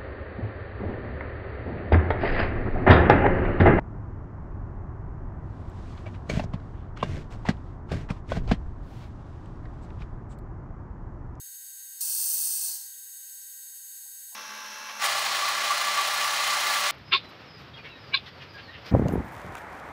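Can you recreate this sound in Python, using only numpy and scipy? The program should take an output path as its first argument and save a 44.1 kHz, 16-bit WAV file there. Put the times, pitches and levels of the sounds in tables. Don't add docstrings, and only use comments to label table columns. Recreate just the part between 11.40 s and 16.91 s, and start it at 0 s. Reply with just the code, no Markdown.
import sys
import numpy as np
from scipy import signal
from scipy.fft import rfft, irfft, next_fast_len
from scipy.io import wavfile
from scipy.ndimage import map_coordinates

SR = 44100
rng = np.random.default_rng(int(sys.argv[2]) if len(sys.argv) > 2 else 0)


def store_pcm(level_fs):
    pcm = np.round(np.clip(level_fs, -1, 1) * 32767).astype(np.int16)
    wavfile.write(sys.argv[1], SR, np.atleast_2d(pcm).T)


N = 242991

FAST, TRUE = 7.5, 1
TRUE_SPEED_S = 2.9495
SPINDLE_HZ, SHAFT_HZ = 15.2, 71.8
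TOP_HZ = 15730
FIRST_TOUCH_S, BACK_OUT_S, SECOND_TOUCH_S = 0.604, 1.282, 3.582


def amp(db):
    return 10 ** (np.asarray(db) / 20)


def unit(x):
    return x / np.sqrt(np.mean(x ** 2) + 1e-20)


def clock():
    return np.arange(N) / SR


def curves(rows):
    times, *columns = np.transpose(rows)
    return [np.interp(clock(), times, column) for column in columns]


def wobble(rate):
    knots = rng.standard_normal(int(N * rate / SR) + 4)
    place = clock() * rate
    k = place.astype(int)
    blend = (1 - np.cos(np.pi * (place - k))) / 2
    return knots[k] * (1 - blend) + knots[k + 1] * blend


def filtered(x, response):
    size = next_fast_len(N + 8192)
    frequencies = np.fft.rfftfreq(size, 1 / SR)
    return irfft(rfft(x, size) * response(frequencies), size)[:N]


def through_metal(force, spectrum, resonances, speed):
    f, db = np.transpose(spectrum)

    def response(hz):
        true_hz = hz / speed
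        slope = np.interp(np.log(true_hz + 1), np.log(f + 1), db)
        peaks = sum(lift / (1 + (2 * (true_hz - centre) / width) ** 2)
                    for centre, width, lift in resonances)
        return amp(slope + peaks) * np.sqrt(SR / 2 / speed)

    return filtered(unit(force), response)


def tones(lines, speed, drift, waver_db, rate):
    t, out = clock(), np.zeros(N)
    coarse = t[::32]
    for hz, db in lines:
        if hz * speed > TOP_HZ:
            continue
        knots = rng.standard_normal((2, 4096))
        slip, swell = (map_coordinates(k, [coarse * rate * speed], mode="wrap") for k in knots)
        phase = 2 * np.pi * (hz * speed * t + rng.random())
        phase += np.interp(t, coarse, drift * slip)
        level = np.interp(t, coarse, amp(db + waver_db * swell))
        out += level * np.sin(phase)
    return np.sqrt(2) * out


def each_turn(hz):
    one_turn = rng.standard_normal(SR)[:round(SR / hz)]
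    return unit(np.resize(one_turn, N))


def bursts(rows):
    out, t = np.zeros(N + SR), np.arange(SR // 2) / SR
    for s, db, hz, octaves, t60 in rows:
        edges = hz * 2 ** (np.array([-.5, .5]) * octaves)
        band = signal.butter(3, edges, "band", fs=SR, output="sos")
        noise = rng.standard_normal(len(t))
        burst = signal.sosfilt(band, noise * amp(db - 60 * t / t60))
        out[round(s * SR):][:len(t)] += burst / np.std(signal.sosfilt(band, noise))
    return out[:N]


def engagement(touch_s, back_out_s, speed):
    entry_s, ease_db_per_s, clear_s = 0.047, 8.5, 2.1
    sunk = np.clip((clock() - touch_s) * speed / entry_s, 0, 1)
    leaving = np.maximum(clock() - back_out_s, 0) * speed
    return sunk * amp(-ease_db_per_s * leaving) * np.clip(1 - (leaving / clear_s) ** 2, 0, 1)


def snatches(rise, t60):
    # time in seconds, added cutting force in dB, added ringing in dB,
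    # both relative to the steady cut and before the rise and fade below.
    snatch_rows = [(0.611, -6.5, -10), (3.645, 6, -7), (4.035, -25, 8.5), (4.087, -4, 10),
                   (4.307, -12, 13.5), (4.475, -28, 8), (4.579, -14, 10), (4.836, -18, 2), (5.128, -10, 4)]
    gains = np.ones((2, N))
    for s, force_db, ring_db in snatch_rows:
        age = np.maximum(clock() - s + rise, 0)
        shape = amp(-60 * age / t60) * (1 - np.exp(-age / rise))
        gains += amp([[force_db], [ring_db]]) * shape
    return gains


def loaded_hum(contact, speed):
    # pitch in Hz at true speed, level in dB rms before the 2 dB cut below.
    load_tones = [(91, -80), (121.4, -64.5), (152, -75.5), (212.4, -68), (351.6, -62.5)]
    hum = tones(load_tones, speed, drift=0.32, waver_db=2.7, rate=9.7)
    return amp(-2.0) * contact ** 2.1 * hum


def drilling(hole, contact, chatter_lines, speed, flute_db, crumble_db, chip_db, chatter_db, gain_db,
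             hiss_gain_db):
    # frequency in Hz at true speed, relative strength in dB per Hz.
    scrape_colour = [(30, -129), (65, -113), (170, -100), (330, -86), (500, -77), (700, -67.5), (2000, -66),
                     (4300, -65), (6000, -70.5), (8000, -76), (10000, -82), (13000, -90), (15500, -83.5)]
    # centre in Hz and width in Hz at true speed, lift in dB.
    vice = [(402, 11, 9), (589, 39, 3), (682, 12, 5.5), (813, 23, 8), (1120, 207, 8.5), (1422, 12, 10.5),
            (1724, 22, 13.5), (1955, 190, 4.5), (2077, 74, 6.5), (2435, 76, 1.5), (3090, 19, 9.5),
            (4080, 250, 0.5), (6880, 140, 6.5), (8060, 100, 5), (9630, 360, 4)]
    chip_growth = 1.45
    level_db, hiss_db = curves(hole)
    surge, _ = snatches(rise=0.0087, t60=0.099)

    lips_phase = 2 * np.pi * 2 * SPINDLE_HZ * speed * clock()
    lips = np.sin(lips_phase + .5 * wobble(5 * speed))
    load = amp(flute_db * lips + 0.54 * wobble(45 * speed))
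    tearing = rng.standard_normal(N) * amp(crumble_db * wobble(900 * speed))
    grooves = 0.43 * each_turn(SPINDLE_HZ * speed)
    scrape = through_metal(tearing + grooves, scrape_colour, vice, speed)
    chatter = amp(chatter_db) * tones(chatter_lines, speed, drift=1, waver_db=1.5, rate=18)
    cut = unit(load * (scrape + chatter))

    treble = filtered(cut, lambda hz: 1 - 1 / (1 + (hz / 9000) ** 12))
    flicker = wobble(500 * speed) + .6 * wobble(35 * speed)
    flying = amp(chip_db * flicker + .6 * lips)
    hiss = unit(filtered(treble * flying, lambda hz: hz / (hz + 1500)))
    chips = amp(hiss_db + hiss_gain_db) * surge ** chip_growth * hiss

    sound = contact * surge * amp(level_db + gain_db) * (cut - treble + chips)
    return sound + loaded_hum(contact, speed)


def ringing_drill(contact, speed, level_db, swell_db):
    # centre in Hz and width in Hz, at true speed.
    drill_mode = (1160, 76)
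    swell_turns, swell_at_s = 2, 4.32
    _, kick = snatches(rise=0.0039, t60=0.13)
    swell_hz = SPINDLE_HZ / swell_turns * speed
    swell = np.cos(2 * np.pi * swell_hz * (clock() - swell_at_s))
    centre, width = speed * np.array(drill_mode)

    def mode(hz):
        damping = 1j * hz * width
        return (damping / (centre ** 2 - hz ** 2 + damping)) ** 2

    swing = signal.hilbert(unit(filtered(rng.standard_normal(N), mode)))
    held = unit(swing.real / np.sqrt(1 + np.abs(swing) ** 2))
    return amp(level_db + swell_db * swell) * contact ** 2 * kick * held


def wall_rub():
    # starting level in dB, pitch in Hz, bandwidth in octaves,
    # time to fade by 60 dB in seconds.
    rub_bands = [(-65.5, 890, 0.42, 0.74), (-44, 4500, 0.27, 0.63)]
    return bursts([(BACK_OUT_S, *band) for band in rub_bands])


def knocks_and_grazes():
    # start in seconds, starting level in dB, pitch in Hz,
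    # bandwidth in octaves, time to fade by 60 dB in seconds.
    touch_rows = [(0.591, -50, 4800, .5, .05), (1.061, -52.5, 866, 0.44, 0.035),
                  (1.538, -57, 3300, 0.25, 0.045), (2.016, -52, 5600, 0.25, 0.071),
                  (2.659, -63, 866, 0.59, 0.058), (2.82, -57, 2890, 1, 0.021),
                  (2.915, -62.5, 850, 0.5, 0.33), (3.488, -36.5, 1470, 2.3, 0.18)]
    return bursts(touch_rows)


def machine(speed, hum_db, bearings_db, teeth_db):
    # pitch in Hz at true speed, level in dB rms before hum_db.
    motor = [(71.8, -87.5), (104, -94.5), (111.3, -85), (117.4, -89.5), (130.3, -87), (208.9, -69),
             (252.7, -72.5), (287.9, -83), (403.9, -76.5), (430.7, -85.5), (494.6, -71.5), (506, -75),
             (575.7, -71.5), (608, -73), (785.4, -74)]
    # pitch in Hz at true speed, level in dB rms.
    gears = [(863.5, -52), (935.2, -60), (1034.8, -60), (1056.9, -59.5), (1091.1, -59.5), (1106.7, -62),
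             (1137.8, -60), (1178.1, -63), (1250.2, -67.5), (1321.5, -76.5), (1355.9, -58), (1427.4, -58),
             (1499.5, -66), (1571, -54), (1642.8, -55), (1748.5, -63), (1820.2, -61), (1892, -64.5),
             (1963.7, -61.5), (2035.6, -60)]
    # pitch in Hz at true speed, level in dB rms.
    overtones = [(2288, -59), (2514, -68.5), (2611, -62.5), (2681, -53), (2751, -62.5), (2875, -73),
                 (3074, -68), (3144, -64), (3391, -60.5), (3467, -65), (3714, -62.5), (3790, -60),
                 (4107, -60), (4177, -62), (4323, -65), (4576, -73), (4893, -67), (5109, -72), (5286, -67),
                 (5356, -61), (5432, -59), (5534, -68), (5679, -62.5), (5825, -55), (6072, -62),
                 (6218, -58.5), (6288, -69), (6395, -77)]
    # frequency in Hz at true speed, dB per Hz before the resonances
    # and bearings_db.
    gearbox = [(30, -131), (60, -125), (170, -113), (210, -90.5), (330, -103), (750, -94), (1000, -90),
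               (2000, -83.5), (4500, -91), (6300, -87), (7500, -98.5), (9000, -99), (15500, -99.5)]
    # centre in Hz and width in Hz at true speed, lift in dB.
    housing = [(115.4, 44, 12), (378, 68, 10.1), (501, 52, 9.7), (593, 60, 14), (680, 82, 7.9),
               (928, 57, 11), (1044, 44, 15.3), (1146, 84.0, 14.2), (1324, 120, 9), (1666, 38, 15),
               (2720, 360, 4.2), (5500, 1400, 7.1), (10630, 360, 8.2), (11540, 500, 7.4)]

    hum = tones(motor, speed, drift=.12, waver_db=.8, rate=6)
    whine = tones(gears, speed, drift=0.11, waver_db=1.13, rate=7)
    whine += tones(overtones, speed, drift=0.19, waver_db=2.5, rate=7.7)
    mesh = 1 + 0.23 * np.sin(2 * np.pi * SHAFT_HZ * speed * clock())
    unsteady = amp(1.2 * wobble(150 * speed) + .5 * wobble(4 * speed))
    bearings = rng.standard_normal(N) * mesh * unsteady
    teeth = each_turn(SHAFT_HZ * speed) + 0.98 * each_turn(SPINDLE_HZ * speed)
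    rattle = through_metal(bearings + amp(teeth_db) * teeth, gearbox, housing, speed)
    return amp(hum_db) * hum + whine + amp(bearings_db) * rattle


def scene():
    # time in seconds, cutting level in dB before gain_db,
    # hiss of the chips relative to it in dB before hiss_gain_db.
    first_hole = [(0.64, -30.5, -4), (0.768, -28, -5), (0.988, -28.5, -2), (1.29, -29.5, -5.5)]
    second_hole = [(3.74, -26, -15.5), (3.8, -26.5, -15), (4.68, -26, -15), (5.4, -25, -13),
                   (5.42, -24.5, -14.5)]
    # pitch in Hz at true speed, level in dB
    # relative to the other tones and the scrape, before chatter_db.
    first_chatter = [(578, -50), (593, -63), (607, -51), (669, -60), (787.4, -47.5), (1166, -41.5),
                     (1355.4, -44.5), (1424, -57.5), (1684.6, -45.5), (2063.5, -54)]
    second_chatter = [(578, -53.5), (593, -50), (669.5, -54), (788, -46), (864, -52.5), (1166, -41),
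                      (1259, -59), (1357, -45), (1408, -47.5), (1618, -52), (1993, -45), (2465, -46.5),
                      (2815, -68), (2889, -47), (3379, -60), (4011, -49), (4204, -45)]

    contact = engagement(FIRST_TOUCH_S, BACK_OUT_S, FAST)
    fast = drilling(first_hole, contact, first_chatter, FAST, flute_db=0.0, crumble_db=2.5, chip_db=2,
                    chatter_db=-.5, gain_db=-0.07, hiss_gain_db=2.5)
    fast += ringing_drill(contact, FAST, level_db=-38, swell_db=5)
    fast += machine(FAST, hum_db=-0.2, bearings_db=0.5, teeth_db=-8.5)

    contact = engagement(SECOND_TOUCH_S, np.inf, TRUE)
    true = drilling(second_hole, contact, second_chatter, TRUE, flute_db=1, crumble_db=1.0, chip_db=1.8,
                    chatter_db=0.5, gain_db=-1.43, hiss_gain_db=3.5)
    true += ringing_drill(contact, TRUE, level_db=-37, swell_db=1.5)
    true += machine(TRUE, hum_db=1.5, bearings_db=2.5, teeth_db=-6)

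    running = np.where(clock() < TRUE_SPEED_S, fast, true)
    return (running + wall_rub() + knocks_and_grazes())[None]


def record(dry):
    return filtered(dry[0], lambda hz: hz < TOP_HZ)[None]


dry = scene()
out = record(dry)
store_pcm(out)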